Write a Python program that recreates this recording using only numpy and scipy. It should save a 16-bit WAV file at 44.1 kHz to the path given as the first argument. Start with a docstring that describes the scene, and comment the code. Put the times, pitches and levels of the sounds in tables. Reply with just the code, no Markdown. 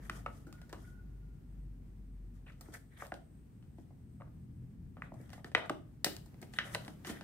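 """Prising open a blister pack

Hands turn a plug-in timer in its stiff clear shell above a tiled floor and prise it apart. Buckling patches
snap as bursts of slips through shell modes, dull bumps stir the low ones, fingers rub as gritty noise.
Echoes and a decaying noise tail make the bare room. Outside: traffic noise, two engines built from sines,
a far rooster as a roughened tone, an insect as narrow noise. A phone with two ports listens closely."""
import sys
import numpy as np
from scipy import signal
from scipy.fft import rfft, irfft
from scipy.io import wavfile
from scipy.ndimage import uniform_filter1d

SR = 44100
rng = np.random.default_rng(int(sys.argv[2]) if len(sys.argv) > 2 else 0)


def generate_wav(signal):
    """Clip the signal to [-1, 1] and save it as 16-bit WAV at the path in sys.argv[1]."""
    frames = np.transpose(np.atleast_2d(signal))
    scaled = np.clip(frames, -1, 1) * 32767
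    pcm = np.round(scaled).astype(np.int16)
    wavfile.write(sys.argv[1], SR, pcm)


N = 318843

# Buckling patches of the shell: (time [s], patch pitch [Hz], ring peak [dB], knock against ring [dB],
# crack against ring [dB], sizzle against ring [dB], slip decay time [ms], patch against shell modes [dB],
# after-crackle against peak [dB])
SNAPS = [(0.096, 1590, -27.5, -15, -10.5, -13, 2.06, 12, -30.5),
         (0.261, 1270, -30, -6.5, -20, -26, 2.5, 16.5, -22), (0.467, 1420, -55.5, -6, -21, -7, 22, 31, -22),
         (0.526, 1270, -49.5, -7, -4, 1.5, 0.86, 18, -25), (0.615, 1720, -57.5, 1, -3, 0.5, 3.2, 12, -25),
         (0.693, 1730, -55, -3, -11, -4, 9, 12, -25), (0.727, 1524, -43, 2, -9.5, -3.5, 3, 19, -23.5),
         (0.732, 1100, -39, -15, -13, -24, 0.62, 16, -20.5),
         (2.463, 2530, -55, -6, -13, -32, 27, 11.5, -21), (2.497, 1340, -54, -29, -12, -20, 3.8, 16, -24),
         (2.52, 1350, -62, -18, -6, -11, 1, 12, -10.5), (2.609, 1360, -54.5, 0.5, -10, 7.5, 5.2, 11, -30),
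         (2.684, 1380, -62.5, 10.5, -11, -15, 1.5, 18, -31),
         (2.738, 1600, -52.5, -7, -10, 5.5, 2.8, 22, -15.5),
         (3.021, 1150, -36, -2.5, -25, -21, 2.1, 13, -21.5), (3.059, 2520, -52, 5, -4, -20.5, 1.7, 3, -31),
         (3.067, 1410, -62, -22, -1, 12, 1.6, 12, -23), (3.119, 1590, -34.5, 1, -18, -25, 3.2, 25, -29.5),
         (3.14, 1760, -48, 0, 0.5, -2.5, 0.9, 17, -29), (3.625, 930, -66, -8, -3, -11, 0.86, 10, -15),
         (3.783, 930, -72, 19, 0, -4, 3.5, 15, -25), (3.904, 1110, -73.5, 15, -12, -16, 5.1, 10.5, -20),
         (4.201, 1190, -58, 2, -20, -30, 3.3, 20, -27), (4.208, 1930, -52.5, 6, -20, -36, 2.9, -9, -28),
         (4.218, 1170, -44.5, -9, -18, -44, 0.85, 16, -26),
         (4.968, 1226, -48, -0.5, -16, -38, 0.73, 14, -17.5),
         (5.02, 1620, -28.5, -22.5, -35, -34, 1.8, -7, -40),
         (5.119, 1050, -58, 15.5, -16, -21, 0.39, 4, -26), (5.139, 1250, -61.5, 8.5, -16, -5, 3.5, 21, -15),
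         (5.213, 1800, -62.5, -4.5, -19, -3, 2.5, 12, -13), (5.293, 935, -57.5, -5.5, -1, -5, 2, 11, -28.5),
         (5.302, 1830, -56.5, 0, -1, 1.5, 1.4, 16, -24), (5.33, 1850, -46.5, -3.5, -7, -6.5, 5.2, 7.5, -19),
         (5.378, 1210, -56.5, 7, -14, -15, 0.62, 13, -14.5),
         (5.444, 1800, -38, -8.5, -7.5, -13, 1.9, 5, -27), (5.516, 1850, -53.5, 0, -6, -8, 1.5, 16, -19.5),
         (5.5485, 1930, -10.5, -13, -10.5, -26, 2.1, 9, -29),
         (5.576, 910, -39.5, 7.5, -17, -14, 0.65, 20, -14), (5.658, 1580, -53, -8, -9, -3, 1.2, 1.5, -20),
         (5.695, 1195, -25, -10, -12, -14.5, 2.25, 15.5, -29.5),
         (5.702, 1264, -42.5, 13.5, -21, -27, 2.4, 14, -47),
         (6.0439, 1900, -25, -6.5, -1, 4.5, 2.7, 23.5, -24), (6.063, 1284, -37.5, -2, -8, -20, 3.9, 9, -12),
         (6.165, 1260, -53, -1, 5, 15, 1.4, 6.5, -40.5),
         (6.259, 1200, -67.5, 5.5, -5, 8.5, 5.5, 5.5, -22.5),
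         (6.342, 2000, -61.5, 4.5, -6, -6, 2.6, 13, -30), (6.415, 960, -63, 2.5, -3.5, 13.5, 1.9, 10, -20),
         (6.426, 2090, -51, -1.5, -4.5, -4.5, 3.8, 12, -19),
         (6.536, 2820, -42.5, -12, -8, -8.5, 4.1, 6, -26),
         (6.563, 1300, -47.5, -27, -15, -21, 1.2, -2, -16),
         (6.586, 1910, -18.5, -23.5, -6.5, -25, 1.93, 12, -22),
         (6.747, 1960, -27, -5.5, -3.5, -4, 1.86, 25, -32),
         (6.752, 1530, -30.5, -0.5, -9, -20, 1.65, 7, -26.5),
         (6.848, 1900, -51.5, -23, -1, 0.5, 1.8, 10, -24.5), (6.879, 1910, -40, -4, -6.5, -8, 3.2, 14, -32),
         (7.047, 1820, -43, -6, -3, -14, 3, 8, -14.5), (7.069, 1030, -46.5, -20, 0, 1, 1.8, 20, -14.5),
         (7.096, 1920, -47, 2.5, -1.5, -2, 0.63, 6, -9.5),
         (7.209, 1660, -43, -2, -4.5, -11.5, 1.8, 12, -21)]
# Dull bumps of the timer against the shell: (time [s], peak level [dB])
BUMPS = [(.098, -41.5), (.467, -45.5), (.728, -43.5), (2.686, -43.5), (3.121, -41), (3.784, -46),
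         (4.271, -53), (5.121, -44), (5.198, -47.5), (5.444, -42.5), (5.701, -31), (6.061, -30.5),
         (6.424, -45), (6.878, -42.5), (7.07, -39.5), (7.096, -33)]
# Modes of shell and timer case: (pitch [Hz], width [Hz], gain [dB])
SHELL_MODES = [(162, 93, 5), (313.6, 110, 8.5), (440, 13, -8), (672, 287, 11), (754, 96, 1),
               (1270, 440, 8.5), (1440, 1400, 0), (1650, 650, -3), (1874, 500, 5), (2470, 170, -3),
               (2950, 460, 0.5), (3780, 850, -7.5), (4540, 1800, 10), (6060, 760, 1), (6540, 4200, 6),
               (9100, 1500, 10), (9800, 3600, -1.5), (14500, 5300, 2)]
# Registers of the shell, in order thump, knock, ring, crack, sizzle, middle, top: (low [Hz], high [Hz])
REGISTERS = [(120, 500), (500, 950), (950, 2400), (2400, 4000), (6000, 10000), (4000, 6000), (10000, 15800)]
# Slips heard by one port only, against the shared slips, one entry a register: (amplitude ratio)
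UNLIKE = [2.2, 0.25, 0.14, 0.086, 0.46, 2.02, 2.2]
# Strokes of fingers sliding and creasing:
# (time [s], length [ms], shell rumble [dB], skin hiss [dB], ridge squeak [dB])
RUBS = [(0, 105, -69, -67, -67), (0.09, 138, -60, -63, -63.5), (0.27, 190, -80, -71.5, -77),
        (.47, 280, -77, -79.5, -77), (.7, 260, -76, -71, -73.5), (2.333, 67, -81, -76, -73),
        (2.454, 75, -83, -80, -70), (2.569, 210, -68.5, -71.5, -72), (2.718, 66, -60.5, -58, -59.5),
        (2.899, 102, -77, -76, -67), (2.965, 112, -63, -60, -55), (3.13, 52, -65, -72, -72),
        (3.76, 90, -87, -78.5, -78), (4.21, 117, -72, -99, -86), (4.999, 100, -60.5, -78, -66),
        (5.12, 233, -72.5, -74.5, -70), (5.285, 130, -68, -69.5, -65), (5.44, 63, -59.5, -70, -66.5),
        (5.6, 75, -49.5, -87, -59), (6.06, 152, -66, -70.5, -61), (6.41, 38, -66, -75, -61.5),
        (6.517, 86, -73, -63.5, -59), (6.621, 107, -55, -60, -55), (6.71, 65, -56.5, -54, -54),
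        (6.76, 194, -61, -66.5, -69), (7.039, 97, -57, -52, -49.5), (7.12, 90, -65, -66, -54.5)]
# Spectrum of the grit that feeds the skin hiss: (frequency [Hz], relative level [dB per Hz])
SKIN_SPECTRUM = [(2000, 7), (2600, -5.5), (3300, 2), (4100, 3.5), (8000, 6.5), (11300, 3), (15500, -6)]
# Parts of the skin hiss that flare alone: (centre [Hz], width [Hz])
HISS_MODES = [(3250, 200), (4900, 2300), (6400, 2300), (8900, 1900), (11000, 1300), (12800, 1700),
              (15000, 4600)]
# Ridges under the finger: (pitch [Hz], width [Hz], relative gain [dB])
SQUEAK_MODES = [(1820, 490, 3), (3430, 900, -9)]
# Room tail by band: (centre [Hz], 60 dB decay time [s], level [dB])
ROOM_BANDS = [(280, 0.41, -50.5), (550, 0.3, -47), (1340, 0.12, -66.5), (3200, 0.31, -46),
              (5960, 0.3, -50.5), (12000, 0.34, -41)]
# Echoes of floor and hand: (left delay [ms], level [dB], right delay [ms])
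CLOSE_ECHOES = [(1.3, -26.5, 1), (2.6, -17, 4)]
# Traffic spectrum: (frequency [Hz], relative level [dB per Hz])
TRAFFIC_SPECTRUM = [(18, -38.5), (30, -1.5), (81, 0.5), (140, 1.5), (208, -6), (256, -8.5), (389, -25.5),
                    (575, -39.5), (808, -40.5), (1050, -44.5), (1870, -46.5), (3590, -55), (8280, -57.5),
                    (15500, -56.5)]
# Swell of the traffic bass: (time [s], level [dB])
TRAFFIC_SWELL = [(0.0, -53.5), (2.07, -54.5), (2.84, -57), (4.07, -54), (4.45, -52), (6.54, -53.5),
                 (6.72, -53.5), (7.23, -57)]
# Swell of the faint street treble: (time [s], level [dB])
AIR_SWELL = [(0, -65), (1, -70), (2.5, -71.5), (5.9, -71.5), (6.6, -63), (6.98, -64), (7.23, -61)]
# How alike the street is at both ports: (frequency [Hz], left-right correlation [-1 to 1])
LIKENESS = [(60, 0.89), (130, 0.92), (290, 0.71), (640, 0.056), (1400, 0.033), (15000, 0.041)]
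# Big slow engine: (time [s], pitch [Hz], level [dB])
DRONE = [(0.0, 50.7, -47), (0.5, 51.42, -60), (1.23, 49.1, -47), (1.39, 48.8, -58.5), (1.6, 47.6, -45),
         (1.83, 47.06, -52.5), (2.22, 45.74, -46.5), (2.63, 47, -62), (3.11, 57.6, -60), (3.6, 58.4, -63.5)]
# Motorbike: (time [s], firing rate [Hz], level [dB])
BIKE = [(4.0, 38.85, -58), (4.64, 42.1, -54), (5.76, 43.47, -73), (6.29, 46.7, -82), (6.73, 38.48, -53),
        (7.23, 40.97, -59.5)]
# Motorbike harmonics: (multiple of firing rate, relative level [dB])
BIKE_ORDERS = [(2, -4.5), (3, 0), (4, -2), (5, -4.5), (6, -26.5)]
# Rooster calls: (time [s], length [s], pitch [Hz], level [dB])
CROWS = [(0.467, 0.18, 1444, -72), (0.819, 0.2, 1457, -70.5)]

SETTLE_S, RISE_MS = 0.023, 0.75  # after-crackle decay, onset of a snap
LEAD_DB = 16  # main slip against the others
THUMP_DB = -18  # lowest register, against the mean of knock and ring
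SNAP_PAN_DB, SNAP_PAN_SPREAD_DB = 0.5, 0.5  # left minus right: mean, spread
PORT_LAG_MS = 0.097  # the right port hears a snap this much later
BUMP_MS = 5.1  # decay time
CROW_ATTACK_S, CROW_ECHO_DB, CROW_ECHO_S = 0.018, -10.5, 0.31
CROW_SAG_HZ_PER_S = 150  # the fading end sinks in pitch
INSECT_HZ, INSECT_WIDTH_HZ, INSECT_WAVER_PER_S = 8330, 190, 24
INSECT_DB, INSECT_RISE_S = -89.5, 2.3  # steady song and its fade-in
INSECT_PEAK_DB, INSECT_PEAK_S, INSECT_SWELL_S = -91, 2.9, 0.6  # swell added to it
SHELF_HZ, TOP_HZ = 15450, 16720


def undb(db):
    """Turn decibels into an amplitude factor."""
    return 10 ** (np.asarray(db) / 20)


def unit(x):
    """Scale each channel to an RMS of 1."""
    return x / np.sqrt(np.mean(x ** 2, axis=-1, keepdims=True))


def curve(table):
    """Columns over time, and a gate that is open, with soft edges, from the first row to the last."""
    s, *columns = np.transpose(table)
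    t = np.arange(N) / SR
    is_on = 1. * ((t >= s[0]) & (t <= s[-1]))
    return [np.interp(t, s, c) for c in columns], uniform_filter1d(is_on, size=900)


def colour(x, points):
    """Weight noise by a spectrum of (frequency [Hz], level [dB]) points."""
    f = np.maximum(np.arange(x.shape[-1] // 2 + 1) * SR / x.shape[-1], 1)
    hz, db = np.transpose(points)
    gain = undb(np.interp(np.log(f), np.log(hz), db))
    return irfft(rfft(x) * gain, x.shape[-1])


def ring(x, hz, width):
    """One resonance, gain 1 at its centre."""
    return signal.lfilter(*signal.iirpeak(hz, hz / width, fs=SR), x)


def walk(rate):
    """Random levels held 1 / rate s and smoothed twice; spread near 1."""
    k = int(SR / rate)
    held = np.repeat(rng.standard_normal(N // k + 1), k)
    return 1.32 * uniform_filter1d(uniform_filter1d(held, k), k)[:N]


def register(x, low_hz, high_hz):
    """The shell modes that lie between two pitches, with steep skirts."""
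    y = sum((-1) ** k * undb(db) * ring(x, hz, width)
            for k, (hz, width, db) in enumerate(SHELL_MODES) if low_hz < hz < high_hz)
    skirts = signal.butter(3, [.9 * low_hz, 1.1 * high_hz], "band", fs=SR, output="sos")
    return signal.sosfilt(skirts, y)


def snaps():
    """Each buckle is a quick burst of slips; the patch adds its own pitch to the shell modes."""
    out, t = np.zeros((2, N + 5000)), np.arange(4096) / SR
    rise = np.minimum(t / (RISE_MS / 1000), 1) ** 2
    for s, hz, ring_db, knock, crack, sizzle, ms, patch_db, settle_db in SNAPS:
        decay = np.exp(-t / (ms / 1000))
        # the creases crackle on as they relax
        settle = undb(2.8 * rng.exponential(size=4096)) * np.exp(-t / SETTLE_S)
        shapes = rise * np.array([[decay], [settle]])
        # axes: register, burst or after-crackle, (shared, left only, right only), sample
        slips = rng.standard_normal((7, 1, 3, 4096)) * shapes
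        # one main slip leads the burst
        slips[:, 0, 0, int(RISE_MS * SR / 1000)] += undb(LEAD_DB)
        # each register is shaken by slips of its own
        parts = [register(x[:, :1] + share * x[:, 1:], *edges)
                 for x, share, edges in zip(slips, UNLIKE, REGISTERS)]
        patch = ring(slips[2, :, :1], hz, hz / 6)
        patch = ring(ring(patch, hz, hz / 1.2), hz, hz / 1.5)
        parts[2] += undb(patch_db) * patch
        middle = 0.52 * crack + 0.64 * sizzle + 0.84  # between crack and sizzle
        # dull snaps lose the top octave, bright ones gain it
        top = sizzle - 3.5 + 0.24 * min(sizzle, 0) + 0.2 * max(sizzle, 0)
        levels_db = ring_db + np.array([THUMP_DB + knock / 2, knock, 0, crack, sizzle, middle, top])
        both = np.zeros((2, 4096))
        for db, (burst, tail) in zip(levels_db, parts):
            burst = burst / np.abs(burst.mean(axis=0)).max()
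            tail = tail / tail[:, :int(SETTLE_S * SR)].std()
            both += undb(db) * (burst + undb(settle_db) * tail)
        pan_db = SNAP_PAN_DB + SNAP_PAN_SPREAD_DB * rng.standard_normal()
        i = int(s * SR)
        out[0, i:i + 4096] += both[0] * undb(pan_db / 2)
        out[1, i:i + 4096] += np.interp(t - PORT_LAG_MS / 1000, t, both[1]) * undb(-pan_db / 2)
    return out[:, :N]


def bumps():
    """A soft blow stirs only the lowest modes of shell and case."""
    out, t = np.zeros(N + 4096), np.arange(4096) / SR
    for s, db in BUMPS:
        blow = rng.standard_normal(4096) * np.exp(-t / (BUMP_MS / 1000))
        thud = register(blow, *REGISTERS[0])
        out[int(s * SR):int(s * SR) + 4096] += undb(db) * thud / np.abs(thud).max()
    return out[:N]


def rubs():
    """Dense uneven slips swell with each stroke: a hiss off the skin, a rumble and squeak in the shell."""
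    unevenness_db = 2.2 * rng.exponential(size=N) + 1.6 * walk(120)
    grit = rng.standard_normal((3, N)) * undb(unevenness_db)  # shared, left, right
    skin = colour(grit[1:] + 0.13 * grit[0], SKIN_SPECTRUM)
    # the contact wanders, so each part of the hiss flares alone
    hiss = unit(sum(undb(2.5 * walk(25)) * ring(skin, hz, width) for hz, width in HISS_MODES))
    drag = grit[1:] + .5 * grit[0]
    rumble = unit(register(drag, 390, 1500))
    squeak = unit(sum(undb(db + 4.4 * walk(90)) * ring(ring(drag, hz, width), hz, 2 * width)
                      for hz, width, db in SQUEAK_MODES))
    gains = np.zeros((3, N + SR))
    for s, ms, *levels_db in RUBS:
        swell = np.sin(np.linspace(0, np.pi, int(ms * SR / 1000))) ** 1.1
        i = int(s * SR)
        gains[:, i:i + len(swell)] += undb(levels_db)[:, None] * swell
    rumble_gain, hiss_gain, squeak_gain = gains[:, :N]
    shell = rumble_gain * rumble + squeak_gain * squeak
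    # both lean left, the hiss further
    return shell * undb([[.8], [-.8]]) + hiss_gain * hiss * undb([[1.8], [-1.8]])


def room(x):
    """Close echoes off hard surfaces, then a dense tail that dies band by band."""
    t = np.arange(SR // 2) / SR
    response = sum(undb(db - 60 * t / t60) * unit(ring(rng.standard_normal((2, len(t))), hz, 0.55 * hz))
                   for hz, t60, db in ROOM_BANDS)
    response *= np.clip(t / 0.018, 0, 1)  # the tail builds up over 18 ms
    response[:, 0] = 1  # direct sound
    for left_ms, db, right_ms in CLOSE_ECHOES:
        response[0, int(left_ms * SR / 1000)] += undb(db)
        response[1, int(right_ms * SR / 1000)] += undb(db)
    return signal.fftconvolve(x, response, axes=1)[:, :N]


def street():
    """Traffic noise: bass alike at both ports and swelling, treble thin and unlike."""
    hz, like = np.transpose(LIKENESS)
    # the balance of mid and side sets how alike the ports are
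    mid = colour(rng.standard_normal(N), np.transpose([hz, 10 * np.log10(1 + like)]))
    side = colour(rng.standard_normal(N), np.transpose([hz, 10 * np.log10(1 - like)]))
    noise = unit(colour(np.array([mid + side, mid - side]), TRAFFIC_SPECTRUM))
    low = signal.sosfilt(signal.butter(4, 450, fs=SR, output="sos"), noise)
    high = unit(signal.sosfilt(signal.butter(4, 450, "high", fs=SR, output="sos"), noise))
    low_db = curve(TRAFFIC_SWELL)[0][0] + 0.5 * walk(7.1)
    high_db = curve(AIR_SWELL)[0][0] + 0.5 * walk(29.0)
    return low * undb(low_db) + high * undb(high_db)


def engines():
    """A wavering low drone, and a motorbike's firing harmonics that slide down at a gear change."""
    (hz, db), on = curve(DRONE)
    drone = on * undb(db) * np.sqrt(2) * np.sin(2 * np.pi * np.cumsum(hz) / SR)
    (hz, db), on = curve(BIKE)
    phase = 2 * np.pi * np.cumsum(hz * (1 + 0.0051 * walk(11))) / SR  # slightly uneven firing
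    bike = on * sum(undb(db + order_db + walk(0.75)) * np.sin(k * phase + k * k)
                    for k, order_db in BIKE_ORDERS)
    return drone + bike


def animals():
    """A hoarse far crow, blurred by distance, and an insect that wavers on one high note."""
    t = np.arange(N) / SR
    waver_db = 2.5 * walk(INSECT_WAVER_PER_S) + walk(4)
    song = undb(INSECT_DB) * np.minimum(t / INSECT_RISE_S, 1)
    song += undb(INSECT_PEAK_DB) * np.exp(-((t - INSECT_PEAK_S) / INSECT_SWELL_S) ** 2)
    note = unit(ring(rng.standard_normal((2, N)), INSECT_HZ, INSECT_WIDTH_HZ))
    out = note * song * undb(waver_db)
    for s, length, hz, db in CROWS:
        late = np.maximum(t - s - length, 0)  # time since the call ended
        attack = np.clip((t - s) / CROW_ATTACK_S, 0, 1)
        echo = undb(CROW_ECHO_DB) * np.exp(-late / CROW_ECHO_S)
        shape = attack * np.maximum(1 - late / CROW_ATTACK_S, echo)
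        # random amplitude and phase roughen the tone, apart at each port
        hoarse = 1 + 1.1 * np.array([walk(150) + 1j * walk(150), walk(150) + 1j * walk(150)])
        tone = np.exp(2j * np.pi * np.cumsum(hz - CROW_SAG_HZ_PER_S * late) / SR)
        out += shape * undb(db) * np.imag(hoarse * tone)
    return out


def scene():
    """Handling sounds in the room, over an outside that leans left."""
    outside = (street() + engines() + animals()) * undb([[.7], [-.7]])
    return room(snaps() + bumps() + rubs()) + outside


def record(dry):
    """The phone drops the deepest bass, steps the last treble down and cuts the top."""
    x = signal.sosfilt(signal.butter(6, 39, "high", fs=SR, output="sos"), dry)
    x = signal.sosfilt(signal.ellip(5, .3, 26, SHELF_HZ, fs=SR, output="sos"), x)
    return signal.sosfilt(signal.ellip(10, .2, 70, TOP_HZ, fs=SR, output="sos"), x)


dry = scene()
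out = record(dry)
generate_wav(out)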